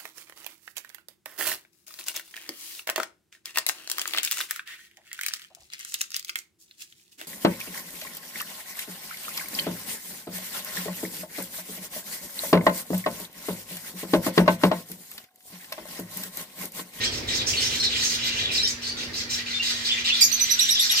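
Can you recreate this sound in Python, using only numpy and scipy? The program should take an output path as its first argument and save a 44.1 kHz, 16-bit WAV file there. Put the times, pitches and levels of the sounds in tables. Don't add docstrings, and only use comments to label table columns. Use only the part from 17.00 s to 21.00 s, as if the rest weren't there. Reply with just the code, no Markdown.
import sys
import numpy as np
from scipy import signal
from scipy.fft import rfft, irfft
from scipy.io import wavfile
from scipy.ndimage import uniform_filter1d

SR = 44100
rng = np.random.default_rng(int(sys.argv[2]) if len(sys.argv) > 2 else 0)


def int16_out(signal):
    q = np.round(np.clip(np.atleast_2d(signal).T, -1, 1) * 32767)
    wavfile.write(sys.argv[1], SR, q.astype(np.int16))


N = 176400
T = np.arange(N) / SR

# (frequency [Hz], time to fade by 60 dB [s])
ECHO_TIMES = [(200, 0.8), (2000, 0.22), (5000, 0.23), (12000, 0.15)]
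# (frequency [Hz], level [dB])
AIR_COLOUR = [(15, -35), (28, -15), (59, -2.5), (115, 0.5), (180, -10.5), (280, -5.5), (450, -5),
              (620, -13), (1000, -18.5)]
# (time [s], level [dB])
AIR_LEVEL = [(0, -38), (.35, -37.5), (1.2, -44.5), (1.53, -39), (1.82, -50), (2.02, -41.5), (2.5, -49),
             (3.2, -49.5), (4, -58)]
# (time [s], level [dB])
HUM_LEVEL = [(0, -47.5), (3.1, -48), (3.5, -52), (4, -56)]
# (frequency [Hz], level [dB])
HISS_COLOUR = [(150, -2), (400, -11), (900, -3), (1900, 3.5), (3000, 1.5), (5000, 3.5), (9000, -16.5),
               (15000, -20)]
# (time [s], level [dB])
HISS_LEVEL = [(0, 3.5), (1.6, 1), (3.2, 1.5), (4, 0)]
# (start [s], length [s], level [dB], first pitch [Hz], middle pitch [Hz],
# last pitch [Hz], tremble [share of pitch])
WHISTLES = [(0, 0.07, -37.5, 1868, 1842, 1828, .004), (0.013, 0.042, -42, 2200, 2244, 2240, 0.0046),
            (0.056, 0.031, -31, 3360, 3270, 3220, 0.016), (.285, 0.041, -33, 3690, 3890, 3680, 0.053),
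            (0.383, 0.042, -30.5, 3770, 3660, 3400, .045), (0.526, .036, -33, 3270, 2780, 2800, 0.041),
            (0.567, 0.032, -26.5, 4310, 4350, 4310, 0.022), (0.798, 0.03, -26, 4150, 4203, 4380, .018),
            (0.837, .05, -26.5, 4515, 4010, 3620, 0.029), (.903, 0.062, -35, 3700, 3410, 2830, 0.03),
            (1.24, 0.047, -47, 13000, 13400, 13200, .02), (1.305, 0.04, -35, 2870, 2820, 2860, 0.018),
            (1.423, 0.075, -31, 3800, 3515, 3580, 0.059), (1.492, 0.019, -35, 2760, 2610, 2580, .025),
            (1.56, 0.026, -27, 5110, 4380, 4100, 0.014), (1.579, 0.041, -25.5, 3900, 3880, 4420, 0.023),
            (1.614, .026, -40, 2400, 2390, 2390, 0.012), (1.63, 0.036, -24, 5150, 5434, 5700, 0.038),
            (1.635, 0.027, -32, 3150, 3090, 3060, 0.024), (1.649, 0.022, -27, 3940, 3670, 4060, 0.016),
            (1.671, .012, -22.5, 3910, 4970, 5240, 0.0081), (1.841, 0.089, -34, 4330, 4470, 4610, 0.046),
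            (2.36, .063, -42.5, 1610, 1824, 2070, .03), (2.887, .024, -25, 3460, 3110, 3080, 0.037),
            (3.072, 0.041, -24.5, 3640, 3080, 2400, 0.043), (3.643, 0.024, -37, 3350, 3150, 3170, .035),
            (3.721, 0.043, -29, 5150, 5090, 5000, .035), (3.75, 0.04, -25.5, 3670, 3410, 3470, 0.042),
            (3.942, 0.033, -27, 5470, 5040, 4570, 0.031)]
# (start [s], length [s], level [dB], beak ring [Hz], treble tilt [dB])
RASPS = [(0, 0.052, -28, 3400, -7), (0.028, 0.021, -23.5, 4490, 2), (0.109, 0.075, -33.5, 5330, 3),
         (0.269, 0.071, -31, 3870, -2), (0.33, 0.044, -28, 4740, 3.5), (0.388, 0.039, -33.5, 3600, -15),
         (0.46, 0.053, -25.5, 5390, 6.5), (0.516, 0.12, -31.5, 3250, 1), (0.593, 0.078, -26.5, 5400, 4),
         (0.683, 0.077, -29.5, 3560, 0), (0.733, 0.069, -32.5, 5410, 8), (0.821, 0.028, -25, 4040, 0.5),
         (0.886, 0.067, -31, 3440, -4.5), (0.948, 0.093, -27.5, 4200, -2), (1.017, 0.057, -26.5, 5540, 6),
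         (1.085, 0.07, -27.5, 4710, 4), (1.171, 0.08, -32, 3260, -9), (1.231, 0.061, -28, 4240, -5.5),
         (1.314, 0.086, -32.5, 3010, -6), (1.366, 0.075, -34, 3630, -5), (1.453, 0.11, -37, 3030, -20),
         (1.509, 0.072, -28.5, 4800, 8), (1.582, 0.042, -38, 2870, 9), (1.666, 0.04, -30, 5850, 9.5),
         (1.812, 0.079, -35, 4460, 2), (1.961, 0.082, -35, 4470, -3), (2.129, 0.087, -33.5, 5110, 2.5),
         (2.29, 0.064, -28.5, 5590, 5), (2.361, 0.044, -34, 3690, -3), (2.455, 0.12, -35.5, 4280, -6),
         (2.615, 0.097, -26, 4520, -3), (2.707, 0.14, -35, 3730, 0), (2.837, 0.048, -28, 4230, -4),
         (2.899, 0.11, -32, 2950, -6.5), (3.034, 0.059, -27, 3200, -7), (3.131, 0.088, -28, 3970, -3),
         (3.271, 0.17, -33.5, 4260, -7.5), (3.444, 0.099, -30, 4400, -1), (3.565, 0.13, -30.5, 3340, 1.5),
         (3.713, 0.1, -32.5, 4940, -0.5), (3.809, 0.068, -26.5, 4620, 3), (3.891, 0.054, -27, 4090, -8),
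         (3.953, 0.089, -22, 3880, 5.5)]
# (frequency [Hz], level [dB])
BREATH_COLOUR = [(400, -27.5), (1000, -18), (1400, -18.5), (1900, -2), (3000, -1), (4500, 1), (6200, -0.5),
                 (8000, -7.5), (10000, -19), (12500, -16.5), (15500, -22.5)]
# (start [s], length [s], level [dB], pitch [Hz])
PEEPS = [(2.532, 0.054, -28.5, 3580), (2.594, .021, -23.5, 2770), (2.912, 0.018, -20.5, 3490),
         (3.121, 0.017, -18.5, 3490)]
# (time [s], pitch [Hz], level [dB], tremble [share of pitch])
SQUAWK = [(3.205, 2580, -51, 0.078), (3.209, 2736, -20, 0.049), (3.215, 2357, -11, 0.011),
          (3.225, 2304, -12, 0.0069), (3.23, 2460, -19, 0.024), (3.237, 2500, -24, 0.061),
          (3.243, 2620, -43, .06)]
SQUAWK_HARMONICS = [-6, 6.5, 4.5, -3, -4, -9]
# (jump time [s], low length [s], low pitch [Hz],
# low level [dB], high length [s], high pitch [Hz], high level [dB], level of the octave above [dB],
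# right minus left [dB])
CHIRPS = [(3.235, 0.0088, 5430, -15.5, 0.026, 6490, -15.5, -23, 4),
          (3.322, 0.0067, 4240, -28, 0.038, 6190, -24.5, -33.5, 17),
          (3.404, 0.0094, 3780, -24, 0.045, 6063, -19, -26.5, 3.5),
          (3.506, 0.0098, 3900, -26.5, 0.032, 5920, -18.5, -24.5, 8.5),
          (3.602, 0.013, 3806, -16.5, 0.044, 5805, -21, -26, 5.5),
          (3.704, .021, 3730, -20.5, 0.034, 5790, -19.5, -23.5, 3),
          (3.803, 0.0092, 3594, -15.5, 0.039, 5770, -23.5, -22.5, -0.5),
          (3.906, 0.013, 3667, -20.5, 0.034, 5730, -23.5, -21.5, -1.5)]
LOW_HARMONICS = [1.5, -8.5, -12.5, -17]
# (frequency [Hz], level [dB])
THROAT_COLOUR = [(2000, -1), (7500, -1), (9000, -2), (10400, -5), (11500, -6.5), (13200, 4), (15500, -11)]
PURE_HARMONICS = [0, -21.5]

NOTE_FADE_S, ECHO_DB = .005, -2.5
FLOCK_LAG_S, CLOSE_LAG_S = .00045, .00036


def amp(db):
    return 10 ** (np.asarray(db) / 20)


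def unit(x):
    return x / np.sqrt(np.mean(x ** 2) + 1e-20)


def read(points, hz):
    f, value = np.transpose(points)
    return np.interp(np.log(hz + 1), np.log(f), value)


def loudness(points):
    return amp(np.interp(T, *np.transpose(points)))


def add(mix, start_s, sound):
    part = mix[..., max(round(start_s * SR), 0):][..., :sound.shape[-1]]
    part += sound[..., :part.shape[-1]]


def noise(n, colour_db):
    size = max(n, 16384)
    spectrum = rfft(rng.standard_normal(size)) * amp(colour_db(np.fft.rfftfreq(size, 1 / SR)))
    return unit(irfft(spectrum, size))[:n]


def wobble(n, hz):
    return noise(n, lambda f: -20 * np.log10(1 + (f / hz) ** 2))


def flutter(n, depth_db, hz):
    return unit(amp(depth_db * wobble(n, hz)))


def fade(t, rise_s, fall_s):
    fade_in = np.sin(np.pi / 2 * np.clip(t / rise_s, 0, 1))
    return fade_in * np.sin(np.pi / 2 * np.clip((t[-1] - t) / fall_s, 0, 1))


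def pan(right_db):
    return amp(np.array([[-right_db / 2], [right_db / 2]]))


def direct(channels, lag_s):
    delay = np.exp(-2j * np.pi * np.fft.rfftfreq(N, 1 / SR) * lag_s)
    return np.array([irfft(rfft(channels[0]) * delay, N), channels[-1]])


def room(x):
    step, count = 12, 1800
    echoes = np.zeros((2, SR // 2 + 200))
    arrivals = 100 + step * np.arange(count) + rng.integers(0, step, (2, count))
    np.put_along_axis(echoes, arrivals, rng.choice([-1., 1.], arrivals.shape), 1)
    hz, t, bands = signal.stft(echoes, SR, nperseg=256)
    decay = amp(-60 * t / read(ECHO_TIMES, hz)[:, None])
    tail = signal.istft(bands * decay, SR, nperseg=256)[1]
    return signal.fftconvolve(x[None], tail / np.linalg.norm(tail[0]), axes=1)[:, :N]


def air_rustle(apart_hz=483):
    air = np.array([noise(N, lambda f: read(AIR_COLOUR + [(2500, -35)], f)) for _ in range(3)])
    apart = signal.lfilter(*signal.butter(1, apart_hz, 'high', fs=SR), air[1:] - air[0])
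    return loudness(AIR_LEVEL) * (air[0] + apart)


def hum(hz=239):
    return loudness(HUM_LEVEL) * np.sqrt(2) * np.sin(2 * np.pi * hz * T + .2 * wobble(N, hz=6))


def room_hiss():
    sides = np.array([noise(N, lambda f: read(HISS_COLOUR, f)) for _ in range(2)])
    return amp(-42.5) * loudness(HISS_LEVEL) * sides


def voice_box(hz, tremble, harmonics_db):
    phase = 2 * np.pi * np.cumsum(hz * (1 + tremble * wobble(len(hz), hz=880))) / SR
    harmonics = (amp(db) * np.sin(k * phase) * (k * hz < SR / 2) for k, db in enumerate(harmonics_db, 1))
    return np.sqrt(2) * sum(harmonics)


def chatter(notes_per_s=42, low_hz=1454, high_hz=2712):
    out, count = np.zeros(N), int(notes_per_s * N / SR)
    for k, (when, pitch, length, glide, level) in enumerate(rng.random((count, 5))):
        t = np.arange(0, .0341 * (.5 + length), 1 / SR)
        slide = 1 + .1545 * (2 * glide - 1) * t / t[-1]
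        hz = low_hz * (high_hz / low_hz) ** pitch * slide
        note = fade(t, NOTE_FADE_S, NOTE_FADE_S) * voice_box(hz, .03, PURE_HARMONICS)
        add(out, (k + when) / notes_per_s, amp(-51.5 + 7 * level) * note)
    return room(out)


def whistles():
    out = np.zeros(N)
    for start, length, db, first, middle, last, tremble in WHISTLES:
        t = np.arange(0, length, 1 / SR)
        hz = np.polyval(np.polyfit([0, .5, 1], [first, middle, last], 2), t / length)
        warble = 1 + .5 * tremble * wobble(len(t), hz=140)
        scratch = flutter(len(t), depth_db=90 * tremble, hz=220)
        note = scratch * voice_box(hz * warble, tremble, PURE_HARMONICS)
        add(out, start, amp(db) * fade(t, NOTE_FADE_S, NOTE_FADE_S) * note)
    return amp(.5) * direct([out], FLOCK_LAG_S) + amp(ECHO_DB) * room(out)


def beak_ring(x, hz, width_hz):
    turn = np.exp(2j * np.pi * np.cumsum(hz) / SR)
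    decay = np.exp(-np.pi * width_hz / SR)
    return (turn * signal.lfilter([(1 - decay) ** 2], [1, -2 * decay, decay ** 2], x / turn)).real


def uneven(x, depth_db=3.5, patch_s=.011, patch_hz=800):
    bands = signal.stft(x, nperseg=256, noverlap=192)[2]
    patches = uniform_filter1d(rng.standard_normal(bands.shape), int(patch_hz * 256 / SR) + 1, axis=0)
    patches = uniform_filter1d(patches, int(patch_s * SR / 64) + 1, axis=1)
    patchy = signal.istft(bands * amp(depth_db * unit(patches)), nperseg=256, noverlap=192)[1]
    return np.std(x) * unit(patchy[:N])


def rasps(buzz_hz=254.5, treble_hz=4940, beak_share=.42):
    out = np.zeros(N)
    fall_s = .0046
    for start, length, db, beak_hz, tilt_db in RASPS:
        t = np.arange(0, length + fall_s, 1 / SR)
        n = len(t)
        ring_hz = beak_hz * (1 + .0986 * (t / length - .5))
        hiss = noise(n, lambda f: read(BREATH_COLOUR, f)
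                     + tilt_db * np.tanh(2 * np.log((f + 1) / treble_hz)) / 2)
        breath = noise(n, lambda f: read(BREATH_COLOUR, f))
        ring = unit(beak_ring(breath, ring_hz, width_hz=1530))
        warble = 1 + .13 * wobble(n, hz=45)
        tone = voice_box(.88 * ring_hz * warble, .025, [0])
        buzz_rate = buzz_hz * (1 + .284 * wobble(n, hz=76.5))
        buzz = 1 + .73 * np.sin(2 * np.pi * np.cumsum(buzz_rate) / SR)
        call = buzz * (np.sqrt(1 - beak_share) * hiss + np.sqrt(beak_share) * ring + amp(-9) * tone)
        add(out, start, amp(db) * fade(t, .013, fall_s) * unit(call))
    out = uneven(out)
    return pan(right_db=1) * (amp(-5) * direct([out], FLOCK_LAG_S) + amp(2.5) * room(out))


def peeps():
    out = np.zeros(N)
    for start, length, db, hz in PEEPS:
        t = np.arange(0, length, 1 / SR)
        note = voice_box(np.full(len(t), hz), .012, PURE_HARMONICS)
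        add(out, start, amp(db) * fade(t, .43 * length, NOTE_FADE_S) * note)
    return direct([out], CLOSE_LAG_S) + amp(ECHO_DB) * room(out)


def squawk():
    out = np.zeros((2, N))
    times, *curves = np.transpose(SQUAWK)
    t = np.arange(times[0], times[-1], 1 / SR)
    hz, db, tremble = (np.interp(t, times, curve) for curve in curves)
    cry = flutter(len(t), depth_db=2.5, hz=700) * unit(voice_box(hz, tremble, SQUAWK_HARMONICS))
    add(out, times[0], pan(right_db=4) * amp(db) * cry)
    return out


def chirps(low_fall_s=.002, scoop_s=.00315):
    out = np.zeros((2, N))
    for jump, low_s, low_hz, low_db, high_s, high_hz, high_db, octave_db, right_db in CHIRPS:
        t = np.arange(0, low_s + low_fall_s / 2, 1 / SR)
        rise = 1 + .15 * (t / low_s - .5)
        low = fade(t, .45 * low_s, low_fall_s) * voice_box(low_hz * rise, .033, LOW_HARMONICS)
        add(out, jump - low_s, pan(right_db) * amp(low_db) * low)
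        t = np.arange(0, high_s, 1 / SR)
        arch = 1 - .069 * (t / high_s - .595) ** 2
        scoop = .086 * np.exp(-t / scoop_s)
        high = voice_box(high_hz * (arch - scoop), .012, [high_db, octave_db])
        high *= flutter(len(t), depth_db=2.5, hz=260)
        add(out, jump, pan(right_db) * fade(t, rise_s=.0079, fall_s=.018) * high)
    return out


def close_bird():
    throat = amp(read(THROAT_COLOUR, np.fft.rfftfreq(N, 1 / SR)))
    song = irfft(rfft(squawk() + chirps()) * throat, N)
    return direct(song, CLOSE_LAG_S) + amp(ECHO_DB) * room(song.mean(0))


def scene():
    birds = rasps() + whistles() + chatter() + peeps() + close_bird()
    return birds + pan(right_db=1) * (air_rustle() + hum() + room_hiss())


def record(dry):
    low_pass = signal.firwin(511, 15950, window=("kaiser", 9), fs=SR)
    return signal.oaconvolve(dry, low_pass[None], "same")


dry = scene()
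out = record(dry)
int16_out(out)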